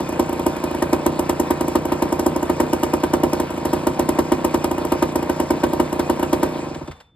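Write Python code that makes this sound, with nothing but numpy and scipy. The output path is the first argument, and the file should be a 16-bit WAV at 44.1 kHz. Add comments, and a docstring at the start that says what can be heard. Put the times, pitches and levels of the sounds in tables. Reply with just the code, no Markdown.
"""Uneven bangs and soft puffs of an old two-stroke chainsaw idling on turf in a walled corner.
It fires only now and then, mostly every second to fourth turn, then is switched off and coasts to rest.
Bangs and puffs ring silencer modes, firings spit shaped gas noise, filtered gulps honk in the carburettor
and gritty noise rattles. Two phone microphones a hand apart hear it with the walls; a thin far whistle
sounds near the end, over faint yard air."""
import sys
import numpy as np
from scipy import signal
from scipy.fft import rfft, irfft, next_fast_len
from scipy.io import wavfile
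from scipy.ndimage import uniform_filter1d

SR = 44100
rng = np.random.default_rng(int(sys.argv[2]) if len(sys.argv) > 2 else 0)


def store_wav(level_fs):
    """Save 16-bit WAV to argv[1]."""
    pcm = np.round(np.clip(np.atleast_2d(level_fs), -1, 1) * 32767)
    wavfile.write(sys.argv[1], SR, pcm.T.astype(np.int16))


N = 315315

# Yard air. Each row: frequency in Hz, relative level in dB per Hz.
YARD_AIR = [(30, -4), (200, -10), (700, -27.5), (1200, -31), (3300, -45), (8000, -61), (14000, -79)]
# Wall echoes that push the two ports opposite ways. Each row: delay in ms, level in dB.
WALL_ECHOES = [(3.1, -14.5), (9.6, -14), (16.5, -8.5)]
# Port phase, left against right. Each row: frequency in Hz, lead in radians.
PORT_PHASE = [(0, 0), (1290, -0.7), (2410, 1.9), (4050, 0.5), (6290, 3.5), (7670, 6.1), (10000, 9.2),
              (14500, 15.5), (16000, 16.)]
# Port balance, left against right. 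Each row: frequency in Hz, level difference in dB.
PORT_BALANCE = [(60, 0.0), (200, -1.0), (380, 0.0), (700, -0.5), (1290, 3.5), (2380, 0.0), (4400, -1.0),
                (8120, 0.0)]
# Piston knocking against compression as it stops. Each row: start in seconds, relative level in dB.
PISTON_KNOCKS = [(6.746, -30.5), (6.876, -36), (6.913, -34), (7.003, -38.5)]
# Faint low thuds as the piston rocks to rest. Each row: start in seconds, relative push in dB.
PISTON_ROCKS = [(6.918, -44), (6.958, -50), (7.04, -55)]
# Rattle of loose parts. Each row: frequency in Hz, relative level in dB per Hz.
RATTLE_COLOUR = [(700, 6.5), (1150, 2), (1550, -1.5), (2000, -5), (2400, -1.5), (2750, -6.5), (3600, -11),
                 (5000, -11), (8500, -17), (11500, -20.5), (13500, -33.5), (15500, -61)]
# Clutch shoe rings. Each row: frequency in Hz, nominal ring in ms, share of turns from 0 to 1,
# strongest level in dB against the rattle.
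CLUTCH_RINGS = [(2460, 7, 0.52, -2), (3560, 6, .55, -8), (5200, 7, .3, -9), (8800, 8, .3, -15)]
# Carburettor throat resonances. Each row: frequency in Hz, width in Hz, relative level in dB.
INTAKE_THROAT = [(942.7, 98, 1), (1010.5, 52, 0), (538, 275, -1.5), (757, 14, -1.5), (487.8, 80, -1),
                 (210, 236, 0.5)]
# Inlet port snaps, opening then closing: level in dB against the gulp noise.
INLET_SNAP_DB = [31, 27]
# Firings. Each row: time in seconds, relative bang in dB, gas spit in dB against the bang,
# shell crack in dB against the bang.
FIRINGS = [(0.0008, -11.5, -30.5, -30), (0.0883, -12.5, -26, -43), (0.1238, -13.5, -32, -38),
           (0.1936, -3, -29, -27.5), (0.2913, -10.5, -30, -36), (0.3258, -10.5, -28.5, -29),
           (0.3931, -10, -29.5, -45), (0.4625, -3, -27.5, -33), (0.5633, -14.5, -29, -34),
           (0.6363, -8.5, -28, -27.5), (0.7089, -13, -30.7, -40), (0.7455, -11, -30, -30.9),
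           (0.8215, -3.5, -29, -25), (0.9282, -2.5, -29.5, -24), (1.061, -2, -27, -26.5),
           (1.191, -5, -25.5, -33), (1.2925, -4, -26, -22), (1.3964, -5, -24, -32),
           (1.5045, -3, -28.1, -24.5), (1.607, -7, -26, -26), (1.6791, -8.5, -24.5, -36),
           (1.7524, -2.5, -29.5, -23.5), (1.8513, -9, -28, -33), (1.919, -5, -30, -23),
           (2.021, -4, -28, -23.5), (2.1228, -5, -27.5, -30), (2.192, -6.5, -25, -26),
           (2.2615, -2.7, -24, -34), (2.3595, -7, -30, -34), (2.4265, -7.5, -30, -45.5),
           (2.4956, -3.5, -30.5, -31), (2.5997, -2.5, -25, -25.5), (2.73, -4.5, -25.5, -30.5),
           (2.8306, -4, -25.5, -24), (2.9344, -3.5, -27.5, -28), (3.034, -4, -30.5, -25),
           (3.1344, -2.5, -27.5, -24), (3.233, -2, -29.5, -27), (3.3302, -6.5, -27.5, -24.5),
           (3.398, -5, -27, -28), (3.5028, -13, -28.5, -33), (3.575, -13.5, -32, -33),
           (3.6514, -7, -24.5, -26), (3.7304, -4, -28, -24.5), (3.868, -3, -28, -23.5),
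           (3.9925, -3, -27.5, -26), (4.0878, -4, -28, -24.5), (4.1866, -1.5, -30, -23.5),
           (4.318, -1.5, -31.5, -24.5), (4.4446, -2.5, -25, -28.5), (4.5415, -3.5, -27.5, -25),
           (4.641, -5.5, -26.5, -23), (4.7108, -7, -27.5, -33), (4.7786, -10, -31.1, -29),
           (4.8481, -9.5, -27, -35), (4.9193, -3.5, -29, -24), (5.0229, -3, -29, -22.5),
           (5.1552, -5.5, -25.5, -28), (5.2247, -10, -31.5, -26), (5.2945, -5, -29, -27),
           (5.398, -5, -28.5, -26.5), (5.5041, -3.5, -27.5, -25.5), (5.6344, -2, -31.9, -23),
           (5.731, -7, -28.5, -30.3), (5.797, -2.5, -30.5, -25.5), (5.9253, -9, -26, -30),
           (5.9925, -5.5, -29.5, -21.5), (6.096, -3, -29.5, -25.5), (6.1932, -10, -32, -28),
           (6.2267, -6, -29, -25), (6.3284, -3, -28.5, -23), (6.429, -3, -28, -23.5)]
# Gas spit. Each row: frequency in Hz, relative level in dB per Hz.
GAS_COLOUR = [(3500, -60), (5000, -1), (8000, -2), (11000, 3.5), (13500, -3.5), (15500, -3)]
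# Silencer shell crack. Each row: frequency in Hz, relative level in dB per Hz.
SHELL_COLOUR = [(800, 2.5), (1500, -3.5), (2100, -8), (3000, -11), (4500, -14), (6500, -20.5)]
# Silencer chambers. Each row: frequency in Hz, build-up in ms, ring in ms, arrival in ms, relative peak in dB.
SILENCER_MODES = [(251.5, 1.6, 13.3, 3.21, -16.3), (304.5, .82, 12.7, 2.49, -16.1),
                  (356.8, 9, 8.14, 2.07, -12.2), (437, 1.6, 26, 1.86, -27.6), (529, 8.9, 9.6, 3.06, -25.4),
                  (592.6, .54, 9.6, 3.71, -11.2), (604, 5.9, 6.5, .69, -12), (780, .35, 12, 1.83, -19.7),
                  (929.8, 9, 4, .14, -15.5), (1002.8, .35, 12.1, 3.91, -21.9), (1231, 8.2, 4.3, .63, -27),
                  (1530, 7, 3.5, 1.2, -29), (1850, 5, 2.5, 1.15, -33), (2240, 5, 2.5, 1.15, -34),
                  (2910, 5, 2.5, 3.5, -30), (3270, 5, 2.5, 2.5, -36), (1105, 5, 5, 1.5, -29),
                  (722, 5, 7, 2, -33)]
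# Crankcase breathing into the corner. Each row: frequency in Hz, build-up in ms, ring in ms, arrival in ms,
# relative peak in dB for a bang, relative peak in dB for a puff.
CASE_MODES = [(57.4, 11, 4.3, 8.7, 5.5, 1.5), (84.2, 36, 9.9, 6.85, 1.5, 0),
              (145.2, 12.8, 12.5, 1.3, -9, 6.5), (171, 29, 2.75, 0.66, 5, 4.5)]

YARD_DB = -59.5
WHISTLE_HZ, WHISTLE_S, WHISTLE_EDGE_S = 3540, 6.85, 0.013
WHISTLE_DB, WHISTLE_FADE_DB_PER_S = -56.5, 42
TOP_HZ = 15700  # top of the microphone's range
SPREAD_DB = -5  # share of jet and rattle that each port hears on its own

TURN_S = .0345  # typical idle turn
PORT_OPENS_S = 0.002484  # the exhaust port opens this long before the bang is heard to rise
# without spark, friction slows the crank at a steady rate
COAST_S, COAST_TURNS_PER_S, SLOWING_TURNS_PER_S2 = 6.5538, 29.6, 49.5
COAST_PUFF_DB, COAST_FADE_DB_PER_TURN = -12, 0.93
COAST_THUMP_DB, COAST_THUMP_DB_PER_TURN = -4.5, -0.2
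COAST_DEEP_DB, COAST_DEEP_HZ, COAST_DEEP_LATE_S = -41.5, 100, 0.0039  # slow turns add a deep push

RATTLE_DB, INTAKE_DB = -37.5, -32  # at idle
RATTLE_DB_PER_HALVING, INTAKE_DB_PER_HALVING = 10, 10.5  # drop each time the crank speed halves
CLUSTER_DB, CLUSTERS_PER_S = 2.5, 25  # the rattle swells in clusters, each band on its own

PUFF_DB, PUFF_SOFT_HZ, PUFF_SCATTER_DB = -13, 1060, 1.7
PUFF_BARK_HZ, PUFF_BARK_DB = 538, -21  # puffs carry extra bark around here
PUFF_HOLLOW_HZ, PUFF_HOLLOW = 352, 0.27  # and ring the main chamber less, by this share
THUMP_DB, PUFF_THUMP_DB, PUFF_THUMP_ABOVE_HZ = -30.5, -33, 153
COLOUR_SCATTER_DB, COLOUR_ABOVE_HZ = 3.5, 1050  # upper chambers ring differently at each bang, mostly less


def undb(db):
    """Amplitude factor for a level in dB."""
    return 10 ** (np.asarray(db) / 20)


def level(x, db):
    """Scales x to an RMS level in dB."""
    return x * undb(db) / np.sqrt(np.mean(x ** 2))


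def shape(x, gain):
    """Multiplies the spectrum by gain(Hz)."""
    size = next_fast_len(N)
    hz = np.arange(size // 2 + 1) * SR / size + 1  # 1 Hz up, to avoid dividing by zero
    return irfft(rfft(x, size) * gain(hz), size)[..., :N]


def colour(x, rows):
    """Shapes the spectrum along table rows of Hz and dB."""
    hz, db = np.transpose(rows)
    return shape(x, lambda f: undb(np.interp(np.log(f), np.log(hz), db, left=-80)))


def through(x, response):
    """Convolves x with a response."""
    return signal.fftconvolve(x, response)[:N]


def pulses(s, db):
    """One single-sample click per event."""
    out = np.zeros(N)
    places = np.clip((np.asarray(s) * SR).astype(int), 0, N - 1)
    np.add.at(out, places, undb(db))
    return out


def chambers(modes):
    """Response of coupled chambers: each mode builds up, then rings away."""
    out = 0
    for k, (hz, rise_ms, ring_ms, late_ms, db) in enumerate(modes):
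        ms = np.maximum(np.arange(SR // 5) * 1000 / SR - late_ms, 0)
        swell = (1 - np.exp(-ms / rise_ms)) ** 2 * np.exp(-ms / ring_ms)
        tone = np.sin(2 * np.pi * hz * ms / 1000)
        out = out + (-1) ** k * undb(db) * swell / swell.max() * tone  # neighbours in opposite sign
    return out


def grit(spread_db):
    """Noise made of tiny knocks of very uneven size."""
    unevenness = uniform_filter1d(rng.exponential(size=N), size=24)
    return rng.standard_normal(N) * undb(spread_db * unevenness)


def wandering(rate):
    """Random levels, one every 1 / rate s, slewed from each to the next."""
    k = int(SR / rate)
    steps = np.repeat(rng.standard_normal(N // k + 1), k)
    return 0.9 * uniform_filter1d(steps, k)[:N]


def yard_air():
    """Quiet air of the yard: steady noise, strongest in the bass."""
    return level(colour(rng.standard_normal(N), YARD_AIR), YARD_DB)


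def whistle():
    """A thin far tone of steady pitch that starts quickly and fades."""
    t = np.arange(N) / SR
    edge = np.clip((t - WHISTLE_S) / WHISTLE_EDGE_S, 0, 1)
    fade_db = WHISTLE_DB - WHISTLE_FADE_DB_PER_S * (t - WHISTLE_S)
    return np.sqrt(2) * edge * undb(fade_db) * np.sin(2 * np.pi * WHISTLE_HZ * t)


def walls(x, wet_db, t60_s=0.084, top_hz=3540.0):
    """Diffuse return from the stone walls, unlike at the two ports; the open yard lets the bass escape."""
    t = np.arange(SR // 2) / SR
    decay = np.exp(-np.log(1000) * t / t60_s) * (t > .004)
    tails = rng.standard_normal((2, len(t))) * decay
    wet = np.array([through(x, tail / np.sqrt(np.sum(tail ** 2))) for tail in tails])

    def wall_gain(f):
        soft_top = undb(wet_db) / (1 + 1j * f / top_hz) ** 2
        return soft_top * (0.0087 + 1 / (1 + 150.0 / (1j * f)) ** 2)
    return shape(wet, wall_gain)


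def wall_echoes(x):
    """Separate wall returns of x, thinned in bass and treble."""
    ms, db = np.transpose(WALL_ECHOES)
    returns = through(x, pulses(ms / 1000, db)[:SR // 20])
    return shape(returns, lambda f: 1 / (1 + 1270.0 / (1j * f)) / (1 + 1j * f / 2100.0))


def coast():
    """Times and puff levels of the last eight turns, each longer than the one before."""
    turn = np.arange(8)
    speed = np.sqrt(np.maximum(COAST_TURNS_PER_S ** 2 - 2 * SLOWING_TURNS_PER_S2 * turn, 0))
    times = COAST_S + (COAST_TURNS_PER_S - speed) / SLOWING_TURNS_PER_S2
    return times, COAST_PUFF_DB - COAST_FADE_DB_PER_TURN * turn


def halvings():
    """How many times the crank speed has halved since the coast began."""
    lost = SLOWING_TURNS_PER_S2 * (np.arange(N) / SR - COAST_S) / COAST_TURNS_PER_S
    return -np.log2(np.clip(1 - lost, .03, 1))


def crank():
    """Times of unfired idle turns, the puff strength left by the last firing, and times of all turns."""
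    s, db = np.transpose(list(FIRINGS) + [(COAST_S, 0, 0, 0)])[:2]
    idle, after_db = [], []
    for start, gap, bang_db in zip(s, np.diff(s), db):
        turns = max(round(gap / TURN_S), 1)
        u = np.arange(1, turns) / turns
        # the bang speeds the crank up, so early turns are the shortest
        idle += list(start + gap * (u - 0.094 * u * (1 - u)))
        # leftover burnt gas makes the first puff after a bang the strongest
        first_db = 2.8 * (u < 1.5 / turns)
        after_db += list(0.39 * bang_db + first_db - 0.37 * np.arange(turns - 1))
    turns = np.sort(np.r_[s[:-1], idle, coast()[0], 7.0])
    return np.array(idle), np.array(after_db), turns


def piston_knocks():
    """Dull metal knocks with a short rasp."""
    s, db = np.transpose(PISTON_KNOCKS)
    u = np.arange(SR // 10) / SR / 0.0048
    rasp = through(pulses(s - .002, db), u * np.exp(1 - u)) * rng.standard_normal(N)
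    dull = [(300, 2.5), (1500, 5.0), (4000, -3.0), (9000, -14), (15000, -26)]  # Hz, dB
    return colour(rasp, dull) * undb(1.0)


def rattle_fade():
    """Rattle gain, falling as the crank slows."""
    return undb(RATTLE_DB - RATTLE_DB_PER_HALVING * halvings())


def rattle(turns, phase):
    """Loose parts chatter twice a turn in uneven clusters, and clutch shoes ring briefly."""
    beat = 1 + 0.067 * np.cos(4 * np.pi * (phase - .2))
    chatter = level(colour(grit(8.4) * beat, RATTLE_COLOUR), 0)
    clustered = 0
    for k in range(11):  # overlapping bands, half an octave apart
        band = shape(chatter, lambda f: np.clip(1 - abs(np.log2(f / 496.0) * 2 - k), 0, 1))
        clustered = clustered + band * undb(CLUSTER_DB * wandering(CLUSTERS_PER_S))
    for hz, ring_ms, share, db in CLUTCH_RINGS:
        luck, place, size = rng.random((len(turns), 3)).T
        taps = pulses(turns + TURN_S * place, np.where(luck < share, -8 * size, -200))
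        ring = chambers([(hz, 2 * ring_ms, .9 * ring_ms, 0, db)])
        clustered = clustered + through(taps, ring)
    return clustered * rattle_fade()


def intake(turns, phase):
    """Intake gulps twice a turn through the resonant carburettor throat, with the inlet port snapping."""
    gulp = 0.88 + np.exp(-((phase - .52) / 0.061) ** 2) + 0.81 * np.exp(-((phase - .85) / 0.052) ** 2)
    # the inlet port snaps open and shut once a turn
    size, late = rng.standard_normal((len(turns) - 1, 2, 2)).T
    snap_phase = np.array([[.43], [.8]]) + 0.013 * late
    snap_s = turns[:-1] + np.diff(turns) * snap_phase
    snap_db = np.c_[INLET_SNAP_DB] + 3.0 * size
    snaps = pulses(snap_s.ravel(), snap_db.ravel())

    def throat(f):
        return sum(undb(db) / (1 + 1j * (f / hz - hz / f) * hz / width) ** 2
                   for hz, width, db in INTAKE_THROAT)
    honk = level(shape(snaps + gulp * rng.standard_normal(N), throat), 0)
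    return honk * undb(INTAKE_DB - INTAKE_DB_PER_HALVING * halvings())


def engine_noise(turns):
    """Carburettor honk and rattle, both following the crank's place within each turn."""
    phase = np.interp(np.arange(N) / SR, turns, np.arange(len(turns))) % 1
    return intake(turns, phase) + rattle(turns, phase)


def gas_spit(idle):
    """Hot gas jets out in two quick gusts at each bang and hisses away; the silencer shell cracks with it."""
    s, db, gas_db, shell_db = np.transpose(FIRINGS)
    ms = np.arange(SR // 5) * 1000 / SR
    gusts = np.exp(-((ms - 6.7) / 1.26) ** 2) + 0.13 * np.exp(-((ms - 10.6) / 1.6) ** 2)
    hiss = (1 - np.exp(-(ms / 3.45) ** 2)) * (.5 * np.exp(-ms / 10.) + 0.2 * np.exp(-ms / 21.0))
    # unfired puffs let out only a wisp
    jet_db = np.r_[db + gas_db, np.full(len(idle), -56.)]
    jets = pulses(np.r_[s, idle] - PORT_OPENS_S, jet_db)
    gas = through(jets, gusts + hiss) * level(colour(grit(10.2), GAS_COLOUR), 7.2)
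    crack = ms / 6.2 * np.exp(1 - ms / 9.02)
    cracks = through(pulses(s - PORT_OPENS_S, db + shell_db), 0.5 * crack ** 2 + 0.25 * gusts)
    return gas + cracks * level(colour(grit(5.1), SHELL_COLOUR), -1.0)


def puff_tone(f):
    """Spectrum of an unfired puff: soft on top, barking, hollow at the main chamber."""
    bark = undb(PUFF_BARK_DB) * np.exp(-(np.log(f / PUFF_BARK_HZ) / 0.2) ** 2)
    hollow = PUFF_HOLLOW * np.exp(-(np.log(f / PUFF_HOLLOW_HZ) / 0.049) ** 2)
    return (1 + bark - hollow) / (1 + 1j * f / PUFF_SOFT_HZ) ** 2


def exhaust(idle, after_db):
    """Sharp bangs and soft unfired puffs ring the silencer; every turn thumps the case."""
    s, db = np.transpose(FIRINGS)[:2]
    bang_s = s - PORT_OPENS_S
    coast_s, coast_db = coast()
    coast_turn = np.arange(len(coast_s))
    rock_s, rock_db = np.transpose(PISTON_ROCKS)
    late, puff_size, thump_size = rng.standard_normal((len(idle), 3)).T

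    bangs = pulses(bang_s, db)
    puff_s = np.r_[idle + .0004 * late, coast_s] - PORT_OPENS_S
    puff_db = np.r_[PUFF_DB + after_db + PUFF_SCATTER_DB * puff_size, coast_db]
    # with nothing burnt, the opening port draws gas back in, so a puff swings the other way
    puffs = -shape(pulses(puff_s, puff_db), puff_tone)
    # uneven burning adds a ragged crackle, so no two bangs ring alike
    burning = through(bangs, np.exp(-np.arange(SR // 20) / SR / 0.0032))
    crackle = undb(-38.0) * burning * rng.standard_normal(N)
    silencer = through(bangs + puffs + crackle, chambers(SILENCER_MODES))
    for k, tint in enumerate(rng.standard_normal((len(s), len(SILENCER_MODES))).T):
        if SILENCER_MODES[k][0] > COLOUR_ABOVE_HZ:
            change = pulses(bang_s, db + COLOUR_SCATTER_DB * (tint - .8)) - bangs
            silencer = silencer + (-1) ** k * through(change, chambers(SILENCER_MODES[k:k + 1]))
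    silencer = silencer * undb(2.5)

    idle_thump_db = .6 * after_db + 1.5 * thump_size
    coast_thump_db = COAST_THUMP_DB + COAST_THUMP_DB_PER_TURN * coast_turn
    thumps = pulses(puff_s, PUFF_THUMP_DB + np.r_[idle_thump_db, coast_thump_db])
    light = shape(thumps, lambda f: 1 / (1 + PUFF_THUMP_ABOVE_HZ / (1j * f)))
    deep_s = np.r_[coast_s + COAST_DEEP_LATE_S, rock_s]
    deep = pulses(deep_s, np.r_[COAST_DEEP_DB + 1.2 * coast_turn, rock_db])
    light = light + shape(deep, lambda f: 1 / (1 + (f / COAST_DEEP_HZ) ** 4))

    bang_case = chambers(np.delete(CASE_MODES, 5, axis=1))  # without the puff column
    puff_case = chambers(np.delete(CASE_MODES, 4, axis=1))  # without the bang column
    heavy = through(pulses(bang_s, 0.69 * db + THUMP_DB), bang_case)
    # the strongest swing of each bang is a drop in pressure
    return -silencer + heavy - through(light, puff_case)


def scene():
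    """Places the saw before the two ports, with wall returns, far whistle and yard air."""
    idle, after_db, turns = crank()
    works = engine_noise(turns)
    pipe = exhaust(idle, after_db)
    sharp = gas_spit(idle) + piston_knocks()
    side = np.array([[.5], [-.5]])  # left, right: half of each port difference

    def ports(f):
        lead = np.exp(1j * side * np.interp(f, *np.transpose(PORT_PHASE)))
        return lead * undb(side * np.interp(f, *np.transpose(PORT_BALANCE)))
    direct = shape(pipe + sharp + works, ports)

    # jet and works are wide sources, so each port also gets a middle band of its own
    own = np.array([gas_spit(idle) + level(colour(grit(15.0), RATTLE_COLOUR), 0) * rattle_fade()
                    for _ in side])
    own = shape(own, lambda f: undb(SPREAD_DB) / (1 + (1700. / f) ** 4) / (1 + (f / 4800.) ** 6))

    echoes = 2 * side * wall_echoes(pipe + works)
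    room = walls(pipe, wet_db=-11.0) + walls(sharp + works, wet_db=-10.5, top_hz=5900.0)
    room = room + walls(works, wet_db=-27.0, t60_s=0.091)
    return direct + echoes + own + room + whistle() + yard_air()


def record(dry):
    """The phone thins the deepest bass, rounds the loudest peaks and cuts the top."""
    bass_cut = signal.butter(3, 42., btype="highpass", fs=SR, output="sos")
    thin = signal.sosfilt(bass_cut, dry)
    rounded = np.tanh(0.69 * thin) / 0.68
    top_cut = signal.ellip(8, .2, 90, TOP_HZ, fs=SR, output="sos")
    return signal.sosfilt(top_cut, rounded)


dry = scene()
out = record(dry)
store_wav(out)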